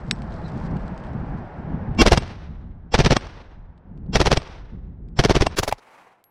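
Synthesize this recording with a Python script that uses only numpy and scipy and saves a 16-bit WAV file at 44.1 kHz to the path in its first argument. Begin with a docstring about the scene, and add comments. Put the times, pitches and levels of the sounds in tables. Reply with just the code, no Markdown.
"""Submachine guns on a snowy range

Two guns fire short bursts outdoors, an arm's length from the microphone. Each shot is a blast of gas,
then the bolt (the sliding steel block that loads a round) slams home, so a burst ends on the bolt.
An earth bank slaps the sound back and a wooded hillside rolls it away. Wind, a safety catch, rubbing
cloth and small ticks fill the pauses, and at the end an empty brass case pings on the gravel."""
import sys
import numpy as np
from scipy import signal
from scipy.fft import rfft, irfft
from scipy.io import wavfile

SR = 44100
rng = np.random.default_rng(int(sys.argv[2]) if len(sys.argv) > 2 else 0)


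def output_pcm(signal):
    """Save a mono or channel-first signal as 16-bit PCM at the path in sys.argv[1].

    Samples are clipped to [-1, 1] before scaling.
    """
    pcm = np.clip(np.atleast_2d(signal).T, -1, 1) * 32767
    wavfile.write(sys.argv[1], SR, np.round(pcm).astype(np.int16))


N = 277830
T = np.arange(N) / SR
TOP_HZ = 15800  # the highest pitch the microphone passes

# Ringing tones heard in the bolt's slam and in the swell before each burst. Each row: pitch in Hz, level in dB,
# seconds to fade by 60 dB.
RING_TONES = [(234, 3.5, 0.37), (333, 0.5, 0.17), (1080, -5.5, 0.26), (2300, -5.5, 0.25),
              (2746, -1.5, 0.17), (3210, -7, .1), (3320, -6.5, .1), (4140, -15, .1), (4450, -14.5, 0.079),
              (4880, -10, 0.11), (5340, -7.5, 0.19), (5800, -11, 0.11), (7490, -17.5, 0.14),
              (9050, -28, .1)]


def undb(db):
    """Turn decibels into a number to multiply by."""
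    return 10 ** (np.asarray(db) / 20)


def unit(x):
    """Scale a sound so that its average power is 1."""
    return x / np.sqrt(np.mean(x ** 2))


def curve(rows, column=1):
    """Follow one column of a table through time, in straight lines from row to row."""
    rows = np.array(rows)
    return np.interp(T, rows[:, 0], rows[:, column])


def add(track, s, sound):
    """Mix a sound into a track, starting at s seconds."""
    i = int(s * SR)
    track[i:i + len(sound)] += sound[:N - i]


def colour(x, points, size=4096):
    """Make some pitches stronger and others weaker, following (Hz, dB) points."""
    hz, db = np.transpose(points)
    grid_hz = np.arange(size // 2 + 1) * SR / size
    gain = undb(np.interp(np.log(grid_hz + 1), np.log(hz), db))
    # Build the filter so that nothing comes out before the sound goes in.
    cepstrum = irfft(np.log(unit(gain)))
    cepstrum[1:size // 2] *= 2
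    cepstrum[size // 2 + 1:] = 0
    return signal.fftconvolve(x, irfft(np.exp(rfft(cepstrum))))[:len(x)]


def band(x, low_hz, high_hz, order=2):
    """Keep the pitches between two limits."""
    return signal.sosfilt(signal.butter(order, [low_hz, high_hz], "band", fs=SR, output="sos"), x)


def wander(rate, count=N):
    """Drift to a new random value, of size about 1, rate times a second."""
    steps = np.arange(count) * rate / SR
    return unit(np.interp(steps, np.arange(count // 20), rng.standard_normal(count // 20)))


def ring(tones, t):
    """Pure tones that are loudest at t = 0 and fade on either side."""
    return sum(undb(db - 60 * abs(t) / fade_s) * np.sin(2 * np.pi * hz * t + rng.uniform(0, 2 * np.pi))
               for hz, db, fade_s in tones)


def crackle(t, rise_s, hold_s, decay_s):
    """Rough noise that swells up to t = 0, holds and dies away."""
    roughness = undb(3.1 * wander(901.8, count=len(t)))
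    loudness = np.exp(np.minimum(t, 0) / rise_s - np.maximum(t - hold_s, 0) / decay_s)
    return roughness * rng.standard_normal(len(t)) * loudness


def swing(t, hz, decay_s):
    """Air pressure swings up and down from t = 0 and settles."""
    t = np.maximum(t, 0)
    return np.sin(2 * np.pi * hz * t) * np.exp(-t / decay_s)


def wind():
    """Gusts rumble on the microphone, surging at random; smaller swirls flutter."""
    # The wind's tone. Each row: pitch in Hz, level in dB.
    wind_colour = [(20, 7), (35, -0.5), (70, -4), (110, -6), (165, 0), (240, -8.5), (330, -16.5),
                   (500, -25), (800, -41), (1500, -66)]
    # The wind's strength. Each row: time in seconds, rumble in dB, flutter in dB.
    gusts = [(0.0, -35.5, -27), (0.14, -34, -27.5), (0.28, -37.5, -38), (0.58, -33, -24.5),
             (0.96, -38.5, -37), (1.26, -30, -24), (1.48, -43, -34), (1.76, -30, -25.5), (2.0, -29, -26),
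             (2.35, -37, -43), (2.62, -33.5, -38.5), (2.82, -36, -44.5), (3.42, -44, -52),
             (3.64, -37, -46.5), (3.78, -51, -49), (4.06, -32.5, -32), (4.56, -39.5, -56), (4.8, -34, -35),
             (5.15, -36.5, -39.5)]
    deep, swirls = (colour(rng.standard_normal(N), wind_colour) for _ in range(2))
    surge_db = 2.3 * wander(12)
    rumble_db = curve(gusts, column=1) + surge_db - 1.3
    flutter_db = curve(gusts, column=2) + surge_db + 2.75 * wander(30) - 3.3
    return unit(band(deep, 32, 90)) * undb(rumble_db) + unit(band(swirls, 65, 900)) * undb(flutter_db)


def air_rush():
    """The open air makes a broad, wavering rush."""
    # The tone of the rush. Each row: pitch in Hz, level in dB.
    air_colour = [(60, -9), (130, -1), (300, -3.5), (450, -2), (800, 1), (1200, -7.5), (1600, -9.5),
                  (2400, -21.5), (4000, -35.5), (6000, -43.5), (7000, -61), (10000, -65), (15000, -78)]
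    # Its strength. Each row: time in seconds, level in dB.
    levels = [(0, -42.5), (.6, -38), (1.98, -41.5), (2.05, -59), (4.1, -60), (4.9, -64.5), (6.3, -68.5)]
    return colour(rng.standard_normal(N), air_colour) * undb(curve(levels) + 0.36 * wander(11))


def sleeve():
    """A sleeve slides and snags, rubbing hardest as the gun comes up to the shoulder."""
    # The tone of rubbing cloth. Each row: pitch in Hz, level in dB.
    cloth_colour = [(1500, -25), (2800, -2), (4200, 3.5), (5500, 0), (6800, -8.5), (7800, -7),
                    (9300, -15.5), (11000, -31), (15000, -37)]
    peak_s, rise_db_per_s, fall_db_per_s = .5, 13, 15.5
    fade_db = np.maximum((peak_s - T) * rise_db_per_s, (T - peak_s) * fall_db_per_s)
    grains = rng.standard_normal(N) * undb(3.5 * wander(600))
    snags = undb(2.5 * wander(45))
    return unit(colour(grains * snags, cloth_colour)) * undb(-61 - fade_db)


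def handling_ticks():
    """The safety catch, the trigger and loose fittings tick, and small steel parts ring."""
    # The safety catch, then trigger and handling ticks. Each row: start in seconds, relative level in dB.
    ticks = [(0.111, 0), (.161, -39), (.220, -32.5), (.768, -33), (.879, -34), (1.0686, -43), (1.949, -37),
             (3.7774, -48), (3.976, -52.5), (4.0627, -51), (5.086, -44)]
    # The tone of a tick. Each row: pitch in Hz, level in dB.
    tick_colour = [(700, -23), (1200, -4.5), (1600, 1.5), (3300, 6), (4700, 2.5), (5700, -9.5), (8400, -8),
                   (10000, -25), (15000, -55.5)]
    # The catch's ring. Each row: pitch in Hz, level in dB, seconds to fade by 60 dB.
    catch_tones = [(3350, 7.5, 0.028), (4447, -3, 0.057), (5440, 1.5, 0.064), (6067, -3, 0.055),
                   (6270, -10, 0.035), (7950, 1, 0.069), (8300, -4.5, 0.055)]
    when, softness = rng.random((12, 2)).T  # fittings tick at random as the gun is raised
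    fittings = list(zip(np.interp(when, [0, 1], [.2, 1.1]), -37 - 7 * softness))
    taps, t = np.zeros(N), T[:SR // 10]
    for s, db in ticks + fittings:
        add(taps, s, undb(db - 14.5) * crackle(t, rise_s=1, hold_s=0.0011, decay_s=0.002))
    ringing = signal.fftconvolve(taps, ring(catch_tones, t))[:N]
    return colour(taps, tick_colour) + undb(-48) * ringing


def stock_squeak():
    """The gun's shoulder rest squeaks briefly against the jacket."""
    # The squeak: its middle in seconds, pitch in Hz, level in dB, half its length in seconds.
    squeak = (.458, 4000, -51, .016)
    s, hz, db, half_s = squeak
    hiss = unit(band(rng.standard_normal(N), hz - 150, hz + 150))
    return undb(db) * hiss * np.exp(-((T - s) / half_s) ** 2)


def firing_times(bursts, first_db, first_rise_s, first_knock_db, rise_s, decay_s, sag_db, return_s,
                 bolt_db):
    """List evenly spaced shots, each weaker than the last, and the bolt's slam after each one."""
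    shots, slams = [], []
    for start_s, gap_s, rounds, db, knock_db, *_ in bursts:
        shots.append((start_s, db + first_db, first_rise_s, decay_s, knock_db + first_knock_db))
        for k in range(round(rounds)):
            s = start_s + k * gap_s
            if k:
                shots.append((s, db - k * sag_db, rise_s, decay_s, knock_db))
            slams.append((s + return_s, db - k * sag_db + bolt_db))
    return shots, slams


def opening_ring(bursts, points, lead_s, grit_db):
    """A rough ring swells into the first shot of each burst."""
    out, t = np.zeros(N), np.arange(-SR // 20, SR // 50) / SR
    for s, *_, ring_db, low_hz, swell_s in bursts:
        swell = np.interp(t / swell_s, [-1.4, -1, -.75, 0, .5], [0, .15, .75, 1, 0])
        tonal = band(ring(RING_TONES, t), low_hz, TOP_HZ, order=5)
        grit = colour(rng.standard_normal(len(t)), points)
        add(out, s - lead_s + t[0], undb(ring_db) * swell * (tonal + undb(grit_db) * grit))
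    return out


def muzzle_blasts(shots, points, hold_s, gas_db, crack_db, push_db, push_hz, push_s,
                  ground_s, ground_db, ground_hz, boom_db, boom_hz):
    """Gas cracks and roars, air is pushed out and sucked back, and the ground knocks and booms."""
    gas, pressure = np.zeros(N), np.zeros(N)
    t = np.arange(-SR // 20, SR // 10) / SR
    for s, db, rise_s, decay_s, knock_db in shots:
        stretch = 1 + .1 * rng.standard_normal()  # no two shots are quite alike
        crack = undb(crack_db) * crackle(t - .001, rise_s=0.00046, hold_s=0.0033, decay_s=.0008)
        roar = crackle(t, rise_s, hold_s, decay_s)
        add(gas, s + t[0], undb(db + gas_db) * (roar + crack))
        push = undb(push_db) * swing(t + 0.0015, push_hz * stretch, push_s)
        knock = undb(ground_db + knock_db) * swing(t - ground_s * stretch, ground_hz / stretch, 0.0037)
        boom = undb(boom_db) * swing(t - ground_s - .003, boom_hz * stretch, 0.0018)
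        add(pressure, s + t[0], undb(db) * (push - knock + boom))
    return colour(gas, points) + pressure


def bolt_slams(slams, points, hold_s, clack_db, slide_db, steel_db, thud_db, thud_hz, spring_db):
    """The bolt clacks shut, rings the steel, jolts the gun's body and leaves the spring singing."""
    clacks, body = np.zeros(N), np.zeros(N)
    t = np.arange(-SR // 20, SR // 5) / SR
    contact = .5 + .5 * np.tanh(t / .0004)  # goes from 0 to 1 as the bolt hits
    for s, db in slams:
        # The bolt picks up a round on its way forward, and rattles after.
        slide = undb(slide_db) * crackle(t, rise_s=0.0068, hold_s=0, decay_s=0.0023)
        hit = crackle(t - .001, rise_s=.0007, hold_s=hold_s, decay_s=0.0026)
        add(clacks, s + t[0], undb(db + clack_db) * (hit + slide))
        steel = undb(steel_db) * ring(RING_TONES, t) * np.exp(-abs(t) / 0.0084)  # hands muffle it
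        spring = undb(spring_db) * ring([(8270, 0.0034, 0.087)], t)
        thud = undb(thud_db) * swing(t - .003, thud_hz * rng.uniform(0.83, 1.0), 0.0059)
        add(body, s + t[0], undb(db) * (contact * (steel + spring) - thud))
    return colour(clacks, points) + body


def hillside_echo(shots, points, db, peak_s, early_db, low_fade_s, high_fade_s):
    """Thousands of tree trunks scatter each shot; the echo builds, then fades, high pitches first."""
    out, edges_hz = np.zeros(N), np.geomspace(40, 16000, 10)
    scatter = rfft(colour(rng.standard_normal(N) * undb(2 * wander(70)), points))
    hz = np.arange(len(scatter)) * SR / N
    for low, high in zip(edges_hz, edges_hz[1:]):
        fade_s = np.interp(np.log(low), np.log([400, 5000]), [low_fade_s, high_fade_s])
        echo_db = np.where(T < peak_s, early_db * (1 - (T / peak_s) ** 3), -60 * (T - peak_s) / fade_s)
        echo_power, power = undb(echo_db) ** 2, np.zeros(N)
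        for s, shot_db, *_ in shots:
            add(power, s, undb(shot_db) ** 2 * echo_power)
        out += np.sqrt(power) * irfft(scatter * (hz >= low) * (hz < high), N)
    return undb(db) * out


def bank_echo(direct, db, delay_s=.102):
    """One slap comes back from the earth bank behind the targets."""
    out = np.zeros(N)
    add(out, delay_s, undb(db) * band(direct, 200, 7000, order=1))
    return out


def first_gun():
    """Four heavy bursts of three to five shots, the first burst the loudest and brightest."""
    # Each row is a burst: start in seconds, seconds between shots, number of shots, level in dB, ground knock
    # in dB, treble boost in dB, then the ring's level in dB, low edge in Hz and swell in seconds.
    bursts = [(2.0158, 0.056, 3, 2, 1, 6.5, -12.5, 150, 0.03),
              (2.942, 0.059, 4, 0, -1, -4.5, -28, 3200, 0.023),
              (4.155, .0565, 4, -1, 4.5, 3.5, -21, 3140, 0.024),
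              (5.1912, 0.057, 5, -2.5, 8.5, 3, -31.5, 4350, 0.025)]
    # The tone of the blast, the bolt and the hillside. Each row: pitch in Hz, level in dB.
    blast_colour = [(30, 7.5), (140, 11.5), (250, 3.5), (400, 1.5), (700, 2.5), (1300, -6), (2000, -5),
                    (3000, -9), (5800, -12), (7000, -25), (9500, -31.5), (12500, -44), (15500, -75.5)]
    bolt_colour = [(30, 9.5), (130, 11), (300, 3.5), (700, 4), (1300, -4.5), (2500, -10), (5800, -12.5),
                   (7000, -23), (9500, -33.5), (12500, -48), (15500, -72.5)]
    hill_colour = [(60, 8), (200, 2.5), (700, 0), (1500, -3.5), (3000, -10), (5800, -16), (7000, -31),
                   (9500, -37.5), (12000, -52.5)]
    shots, slams = firing_times(bursts, first_db=2.5, first_rise_s=.0025, first_knock_db=-5,
                                rise_s=.0035, decay_s=0.0077, sag_db=0.36, return_s=.0466, bolt_db=0)
    blasts = muzzle_blasts(shots, blast_colour, hold_s=0.0081, gas_db=-13.5, crack_db=3,
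                           push_db=-7.5, push_hz=42, push_s=0.012,
                           ground_s=.005, ground_db=-9.5, ground_hz=395, boom_db=-10, boom_hz=165)
    bolt = bolt_slams(slams, bolt_colour, hold_s=0.0028, clack_db=-9.5, slide_db=-8,
                      steel_db=-21, thud_db=-9, thud_hz=139, spring_db=-42)
    direct = blasts + bolt
    treble = signal.sosfiltfilt(signal.butter(4, 9500, "high", fs=SR, output="sos"), direct)
    direct += (undb(curve(bursts, column=5)) - 1) * treble
    lead_ring = opening_ring(bursts, bolt_colour, lead_s=.0022, grit_db=-6)
    echo = hillside_echo(shots, hill_colour, db=-43.5, peak_s=0.19, early_db=-11,
                         low_fade_s=1.18, high_fade_s=0.62)
    return direct + lead_ring + echo + bank_echo(direct, db=-27)


def second_gun():
    """One fast, thin burst, with a light clack just before the bolt's last slam."""
    # The one row: start in seconds, seconds between shots, number of shots, level in dB, ground knock in dB,
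    # then the ring's level in dB, low edge in Hz and swell in seconds.
    bursts = [(5.586, .047, 3, -9, -17.5, -32, 1510, 0.019)]
    # The tone of the blast, the bolt and the hillside. Each row: pitch in Hz, level in dB.
    blast_colour = [(30, 5), (150, -8), (400, 5), (900, -7.5), (1400, -4), (2500, -12), (5000, -9),
                    (7400, -14.5), (8500, -28), (10300, -15), (12000, -41), (13500, -20), (15500, -32)]
    bolt_colour = [(30, -31), (130, -3.5), (300, -8), (850, 9.5), (1300, -6), (2500, -5.5), (4000, -17),
                   (7000, -21), (10000, -25.5), (15000, -30)]
    hill_colour = [(60, -15), (200, -7.5), (600, 0), (900, 5.5), (1400, -3.5), (2300, -5), (3500, -17.5),
                   (7000, -24.5), (10500, -27), (14500, -37)]
    shots, slams = firing_times(bursts, first_db=5, first_rise_s=0.0038, first_knock_db=13,
                                rise_s=0.0034, decay_s=0.0057, sag_db=0.76, return_s=.0442, bolt_db=2.5)
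    blasts = muzzle_blasts(shots, blast_colour, hold_s=0.0094, gas_db=-16, crack_db=5,
                           push_db=-21, push_hz=30, push_s=0.043,
                           ground_s=0.0118, ground_db=-1, ground_hz=119, boom_db=-29, boom_hz=198)
    light_clack = (slams[-1][0] - .012, -18)
    bolt = bolt_slams(slams + [light_clack], bolt_colour, hold_s=0.0012, clack_db=-9, slide_db=-18.5,
                      steel_db=-39, thud_db=-15.5, thud_hz=117, spring_db=-66)
    lead_ring = opening_ring(bursts, blast_colour, lead_s=0.0016, grit_db=7)
    echo = hillside_echo(shots, hill_colour, db=-46, peak_s=0.36, early_db=-10,
                         low_fade_s=1.0, high_fade_s=0.59)
    return blasts + bolt + lead_ring + echo + bank_echo(blasts, db=-24)


def spent_case():
    """An empty brass case ticks on the gravel and pings."""
    # The landing: start in seconds, tick in dB, ping in Hz, ping in dB, seconds to fade by 60 dB.
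    landing = (6.2405, -42, 11520, -56, .25)
    s, tick_db, hz, ping_db, fade_s = landing
    out, t = np.zeros(N), T[:SR // 5]
    tick = band(crackle(t, rise_s=1, hold_s=0.0002, decay_s=0.0011), 2000, 15000)
    add(out, s, undb(tick_db) * tick + ring([(hz, ping_db, fade_s)], t))
    return out


def scene():
    """Mix everything; the wind and the first gun stop abruptly just before the second gun fires."""
    stop_s = 5.556
    until_stop = np.clip((stop_s - T) * 200, 0, 1)
    mix = until_stop * (wind() + first_gun()) + second_gun()
    mix += handling_ticks() + sleeve() + stock_squeak() + spent_case() + air_rush()
    return mix[None]


def record(dry):
    """The microphone rounds off the loudest peaks, and the highest pitches are cut away."""
    return signal.sosfilt(signal.ellip(10, .2, 80, TOP_HZ, fs=SR, output="sos"), np.tanh(dry))


dry = scene()
out = record(dry)
output_pcm(out)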